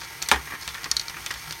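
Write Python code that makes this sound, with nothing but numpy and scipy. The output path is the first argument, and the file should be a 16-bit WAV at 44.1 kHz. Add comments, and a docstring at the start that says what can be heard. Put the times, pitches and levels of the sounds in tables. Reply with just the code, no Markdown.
"""Toy brick ball machine

Small hard plastic balls feed from a hopper through a motor-driven brick machine on a plywood table.
They click together, tick on bricks and knock in the chute, each hit a crack, a ring and a brief shake.
A lever drops with one loud clack that rings the frame and shakes the table.
The motor and its gears whirr quietly underneath, in a small room."""
import sys
import numpy as np
from scipy import signal
from scipy.fft import rfft, irfft
from scipy.io import wavfile

SR = 44100
rng = np.random.default_rng(int(sys.argv[2]) if len(sys.argv) > 2 else 0)


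def unload_wav(signal):
    """Save mono or channel-first audio to the path in sys.argv[1] as 16-bit WAV at rate SR, clipped to [-1, 1]."""
    wavfile.write(
        sys.argv[1],
        SR,
        np.round(np.clip(np.atleast_2d(signal).T, -1, 1) * 32767).astype(np.int16),
    )


N = 70560


def amp(db):
    """Decibels to gain."""
    return 10 ** (np.asarray(db) / 20)


def unit(x):
    """Scales to an energy of one."""
    return x / np.sqrt(np.sum(x ** 2) + 1e-20)


def curve_at(points, hz):
    """Reads a curve on a log-frequency axis."""
    freqs, values = np.transpose(points)
    return np.interp(np.log(hz + 1), np.log(freqs + 1), values)


def add(mix, start_s, sound):
    """Mixes a sound in at its start time."""
    part = mix[round(start_s * SR):][:len(sound)]
    part += sound[:len(part)]


def equalise(x, eq):
    """Minimum-phase EQ through points of freq_hz, gain_db."""
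    log_gain = np.log(amp(curve_at(eq, abs(np.fft.fftfreq(8192, 1 / SR)))))
    taps = np.fft.ifft(np.exp(np.conj(signal.hilbert(log_gain)))).real[:4096]
    return signal.fftconvolve(x, taps)[:len(x)]


def tail(decay, size):
    """Dense random echoes, each band dying at its own speed."""
    t, hz = np.arange(size) / SR, np.fft.rfftfreq(size, 1 / SR)
    noise = rfft(rng.choice([-1., 1.], size))
    centres = np.transpose(decay)[0]
    echoes = np.zeros(size)
    for centre, t60 in decay:
        band = irfft(noise * curve_at(np.c_[centres, centres == centre], hz), size)
        echoes += band * amp(-60 * t / t60)
    return unit(echoes)


def drift(rate_hz):
    """Slow random wander with an rms of one."""
    lowpass = np.exp(-(np.fft.rfftfreq(N, 1 / SR) / rate_hz) ** 2)
    return unit(irfft(rfft(rng.standard_normal(N)) * lowpass, N)) * np.sqrt(N)


def grains(per_s, max_db, spread_db=4):
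    """Randomly timed impulses of uneven strength."""
    impulses = (rng.random(N) < per_s / SR) * rng.choice([-1, 1], N)
    return impulses * amp(np.minimum(spread_db * rng.exponential(1, N), max_db))


def strike(tilt_db_per_octave, modes, eq, decay, crack_db, ring_db, shake_db, size=8192):
    """One contact: a crack spread by bending waves, ringing modes and the shake of nearby bricks."""
    t, freqs = np.arange(size) / SR, np.fft.rfftfreq(size, 1 / SR)
    ring = unit(sum((-1) ** k * amp(db - 60 * t / t60) * np.sin(2 * np.pi * hz * t)
                    for k, (hz, db, t60) in enumerate(modes)))
    bend_delay_s = 0.000496  # at 1 kHz; the treble arrives first
    bending_wave = irfft(np.exp(-4j * np.pi * bend_delay_s * np.sqrt(1000 * freqs)), size)
    crack = unit(equalise(bending_wave, eq))
    shake = unit(equalise(tail(decay, size), eq))
    hit = amp(crack_db) * crack + amp(ring_db) * ring + amp(shake_db) * shake
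    return unit(equalise(hit, [(750, 0), (12000, 4 * tilt_db_per_octave)]))


def strike_spot(hit, hz, boost_db, edge_ratio=1.35):
    """The spot that is struck favours one band of the ring."""
    return unit(equalise(hit, [(hz / edge_ratio, 0), (hz, boost_db), (hz * edge_ratio, 0)]))


# Shake dying away in the loose brickwork: freq_hz, t60_s
BRICKWORK_DECAY = [(300, 0.078), (1500, 0.07), (4500, 0.037), (9000, 0.019), (15000, 0.015)]
# Motor and gear tones: pitch_hz, relative_level_db
GEAR_TONES = [(113, -60), (150, -57.5), (344, -68.5), (457, -64), (912, -55.5), (1060, -60), (1389, -62),
              (1620, -58), (1965, -56.5), (2125, -61.5), (2295, -55.5), (2900, -65.5), (4312, -60.5)]
# Bed of gear noise and room hum: freq_hz, gain_db
WHIRR_EQ = [(20, -22), (40, -1.5), (65, 10.5), (100, -2.5), (155, -2), (210, -8.5), (350, -3.5), (540, -15),
            (700, -11.5), (950, -3), (1500, -6), (2100, 2.5), (2700, -5), (4400, -7.5), (6300, -4.5),
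            (7500, -18.5), (8800, -6.5), (10300, -16), (11600, -7.5), (15500, -16.5)]


def motor(waver=0.005997, flutter_db=4, swell_db=1.26):
    """Wavering gear tones over a soft whirr and the fine rattle of teeth."""
    shared_drift = drift(6.15)
    whine = np.zeros(N)
    for hz, db in GEAR_TONES:
        level = np.sqrt(2) * amp(db + flutter_db * drift(18))
        speed = 1 + waver * (shared_drift + drift(42.2))
        whine += level * np.sin(2 * np.pi * hz * np.cumsum(speed) / SR)
    whirr = unit(equalise(rng.standard_normal(N), WHIRR_EQ)) * amp(swell_db * drift(24))
    teeth = grains(per_s=260, max_db=12)
    rattle = signal.fftconvolve(teeth, tail(BRICKWORK_DECAY, size=2048))[:N]
    rattle_eq = [(200, -28), (700, -13.5), (1100, -5), (5000, -11.5), (9000, -11.5), (16000, -24)]
    rattle = unit(equalise(rattle, rattle_eq))
    return amp(-1.5) * whine + np.sqrt(N) * (amp(-42) * whirr + amp(-47) * rattle)


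# Short, high ring of a ball: pitch_hz, level_db, t60_s
BALL_MODES = [(2280, -18, .03), (3230, -14, .04), (3915, -6, .03), (4325, 0, .032), (4600, -7, .02),
              (5075, -4, .025), (5400, -10, .022), (5717, -6, .022), (6245, -11, .025), (6578, -9, .022),
              (7074, -9, .016), (8450, -10, .014)]
# Bright tone of a ball's crack and shake: freq_hz, gain_db
BALL_EQ = [(100, -35), (700, -29.5), (1400, -9), (2700, -14), (4400, 0.5), (6500, -1), (7800, -7.5),
           (10000, -7), (12500, -16), (16000, -41)]
# Swell and ebb of the jostling in the hopper: time_s, level_db
JOSTLE_ENVELOPE = [(0, -44.5), (.08, -44), (.14, -53), (.56, -81), (.63, -41), (.72, -52), (1.02, -53),
                   (1.2, -53), (1.35, -45), (1.45, -47.5), (1.6, -55)]


def hopper_jostle():
    """Many faint random contacts as the heap of balls settles."""
    touches = grains(per_s=350, max_db=8)
    click = strike(-2, BALL_MODES, BALL_EQ, BRICKWORK_DECAY, crack_db=-10, ring_db=-7.5, shake_db=-5)
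    jostle = unit(signal.fftconvolve(touches, click)[:N]) * np.sqrt(N)
    return jostle * amp(np.interp(np.arange(N) / SR, *np.transpose(JOSTLE_ENVELOPE)))


# Hollow ring of the chute: pitch_hz, level_db, t60_s
CHUTE_MODES = [(901, -11, 0.074), (1169, 0.5, 0.055), (1560, -7, .05), (1702, 1.5, 0.053), (1857, 6, 0.054),
               (2000, -13, 0.061), (2445, -2, 0.04)]
# Dull tone of its crack and shake: freq_hz, gain_db
CHUTE_EQ = [(100, -18), (260, -9), (400, -9), (650, -14), (1100, -2), (2200, -2), (3000, -10), (6000, -20),
            (16000, -55)]
# Balls bumping along the chute: start_s, level_db, tilt_db_per_octave
CHUTE_KNOCKS = [(.015, -10.5, 3), (0.11, -22, -4), (0.334, 2, 4), (0.3434, 1, 0), (0.3586, -4, 2.5),
                (.4738, -10.5, 0), (.507, -10.5, -1), (0.5209, -6.5, -3), (.526, -12, -5),
                (0.5372, -6, -2.5), (0.5505, -8, 3), (0.7492, -7, 5), (.776, -12, 2.5), (0.86, -7.5, -3),
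                (.917, -11, -5), (1.142, -10, 4), (1.1676, -8, 0), (1.172, -21, 3), (1.306, -1.5, 2),
                (1.3133, -7.5, 2.5), (1.358, -12.5, 0)]


def chute_knocks(detune=0.039):
    """Balls knock their way down the chute, where each spot rings a little differently."""
    out = np.zeros(N)
    for start_s, level_db, tilt in CHUTE_KNOCKS:
        modes = [(hz * (1 + detune * rng.uniform(-1.05, 1)), db, t60) for hz, db, t60 in CHUTE_MODES]
        knock = strike(tilt, modes, CHUTE_EQ, BRICKWORK_DECAY, crack_db=-18.5, ring_db=-2.5, shake_db=-4)
        add(out, start_s, amp(level_db) * knock)
    return out


# Ring of a brick: pitch_hz, level_db, t60_s
BRICK_MODES = [(1958, 3.5, 0.078), (3190, -9.5, 0.051), (3500, 3, 0.09), (4110, -11, 0.034),
               (5400, -21, 0.025), (5940, 11.5, 0.024), (8040, -43, .02)]
# Sharp tone of its crack and shake: freq_hz, gain_db
BRICK_EQ = [(100, -12.5), (600, -13.5), (1200, -5), (2600, -3.5), (4000, -1), (6300, -2.5), (9500, -7.5),
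            (10800, -15.5), (16000, -12)]
# Ball or lever on a brick: start_s, level_db, tilt_db_per_octave, boost_hz, crack_db
BRICK_TICKS = [(0.0175, -18, -3, 4430, 6), (0.033, -12, -4, 4260, -12), (0.2248, 0.5, 1, 6800, 0.5),
               (0.2261, -6, 3, 12500, -19), (.236, -27, 9, 6500, 0), (0.2874, 4, 2.5, 4000, -3.5),
               (0.457, -21.5, 5, 8500, -5), (0.6775, -2, -1.5, 2870, 1), (0.689, -8, -1, 4130, 0),
               (0.7442, -9, -2.5, 4200, -11), (.8335, -11.5, -4.5, 4450, 6), (0.8432, -3, -1, 4540, -2.5),
               (.8576, -9, -4.5, 2500, -5), (1.097, -8.5, -2.5, 5900, -3), (1.2623, -1, 0.1, 3110, -3.5),
               (1.3102, -4.5, 1, 5260, -16), (1.34, -8, 0, 3860, -3), (1.5244, -6, 1.5, 3500, -4)]


def brick_ticks():
    """Dry, sharp ticks as the bricks of the hopper are struck."""
    out = np.zeros(N)
    for start_s, level_db, tilt, hz, crack_db in BRICK_TICKS:
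        tick = strike(tilt, BRICK_MODES, BRICK_EQ, BRICKWORK_DECAY, crack_db, ring_db=-2.5, shake_db=3.5)
        add(out, start_s, amp(level_db) * strike_spot(tick, hz, boost_db=6))
    return out


# Early reflections off the machine's walls and the table: delay_s, gain_db
REFLECTIONS = [(.0016, -13), (.0029, -23), (.0054, -17.5)]
# Ball on ball: start_s, level_db, tilt_db_per_octave, boost_hz, crack_db
BALL_CLICKS = [(0.2183, -6, -7, 4340, -17), (0.2598, -14, -6, 4270, -12), (.302, -12.5, -7, 4730, 9),
               (0.6123, -15, 3, 4600, -9), (0.6243, -11, -7.5, 4540, -6), (0.9143, 8.5, .5, 5600, 2.5),
               (.967, 7, 0, 3980, -9.5), (0.9957, 1, -2, 4000, -7), (1.013, -8, -3.5, 4170, -4),
               (1.0823, -5.5, -4.5, 4300, 3), (1.4937, -20, 5, 5400, -8), (1.509, -5.5, -7, 4860, 5)]


def ball_clicks():
    """Hard balls click together with a short, high ring that echoes between the bricks."""
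    out = np.zeros(N)
    for start_s, level_db, tilt, hz, crack_db in BALL_CLICKS:
        click = strike(tilt, BALL_MODES, BALL_EQ, BRICKWORK_DECAY, crack_db, ring_db=-0.5, shake_db=-3)
        click = amp(level_db) * strike_spot(click, hz, boost_db=4.5)
        add(out, start_s, click)
        for delay_s, gain_db in REFLECTIONS:
            add(out, start_s + delay_s, amp(gain_db) * click)
    return out


# Ring of the whole frame: pitch_hz, level_db, t60_s
FRAME_MODES = [(155, -21, .18), (250, -15, .1), (322, -12, .11), (375, -9, .08), (425, -9, .1),
               (571, -13, .09), (745, 1, .05), (846, 4, .08), (905, -4, .05), (1067, 2, .08),
               (1162, -2, .09), (1216, -4, .09), (1421, 0, .06), (1530, -2, .05), (1627, 2, .06),
               (1764, 0, .06), (1827, -5, .06), (2330, -7, .05), (2495, -5, .06), (2555, -7, .06),
               (3000, -10, .04), (3273, -8, .04), (3591, -9, .04)]
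# Mid-heavy tone of its crack and shake: freq_hz, gain_db
FRAME_EQ = [(50, -21), (150, -17.5), (380, -2), (620, -11), (850, 3.5), (1700, 2), (2100, -3.5),
            (3500, -5.5), (4500, -14.5), (9000, -17.5), (11000, -24.5), (16000, -30)]
# Shake dying away in the frame: freq_hz, t60_s
FRAME_DECAY = [(150, 0.13), (800, 0.076), (2000, 0.027), (5000, 0.092), (14000, 0.066)]
# The lever's landing and chatter: start_s, level_db, tilt_db_per_octave, ring_db
LEVER_HITS = [(.3145, 15, .5, 1.5), (0.3158, 11.5, 1, -37), (.32, 7.5, -2, -33), (0.3417, -2, -1.5, -32),
              (.36, -3, -1.5, -17), (0.386, -15.5, -5.5, -3)]


def lever_clack():
    """The lever lands hard, rings the whole frame and chatters to rest."""
    out = np.zeros(N)
    for start_s, level_db, tilt, ring_db in LEVER_HITS:
        clack = strike(tilt, FRAME_MODES, FRAME_EQ, FRAME_DECAY,
                       crack_db=-3, ring_db=ring_db, shake_db=-0.5)
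        add(out, start_s, amp(level_db) * clack)
    return out


# Blows that set the plywood swinging: start_s, level_db
TABLE_THUMPS = [(0.3148, -31.5), (.645, -44.5), (0.913, -43), (1.304, -44.5)]


def table_thumps(pitch_hz=65.1, peak_s=0.043, sharpness=2.86):
    """The plywood swings up after a blow and dies away in a soft, low thump."""
    out, t = np.zeros(N), np.arange(SR // 2) / SR
    envelope = (t / peak_s * np.exp(1 - t / peak_s)) ** sharpness
    for start_s, level_db in TABLE_THUMPS:
        add(out, start_s, amp(level_db) * envelope * np.sin(2 * np.pi * pitch_hz * t))
    return out


# Reverb time of the room: freq_hz, t60_s
ROOM_DECAY = [(100, 0.26), (1000, 0.24), (4000, 0.18), (14000, 0.2)]


def room(x, wet_db, predelay_s=.005):
    """Adds the short reverb of a small room."""
    reverb = np.zeros(N)
    add(reverb, predelay_s, signal.fftconvolve(x, tail(ROOM_DECAY, size=16384)))
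    return x + amp(wet_db) * reverb


def scene():
    """The machine on its table, heard in mono from close above."""
    lever = room(lever_clack(), wet_db=-14)
    balls = room(ball_clicks() + hopper_jostle(), wet_db=-20.5)
    bricks = room(brick_ticks() + chute_knocks(), wet_db=-13)
    return (lever + balls + bricks + table_thumps() + motor())[None]


def record(dry, low_cut_hz=25, high_cut_hz=16000):
    """Output chain: low cut, hard clip at full scale, high cut."""
    low_cut = signal.butter(3, low_cut_hz, "high", fs=SR, output="sos")
    high_cut = signal.firwin(511, high_cut_hz, window=("kaiser", 9), fs=SR)
    clipped = np.clip(signal.sosfilt(low_cut, dry), -1, 1)
    return signal.oaconvolve(clipped, high_cut[None], "same")


dry = scene()
out = record(dry)
unload_wav(out)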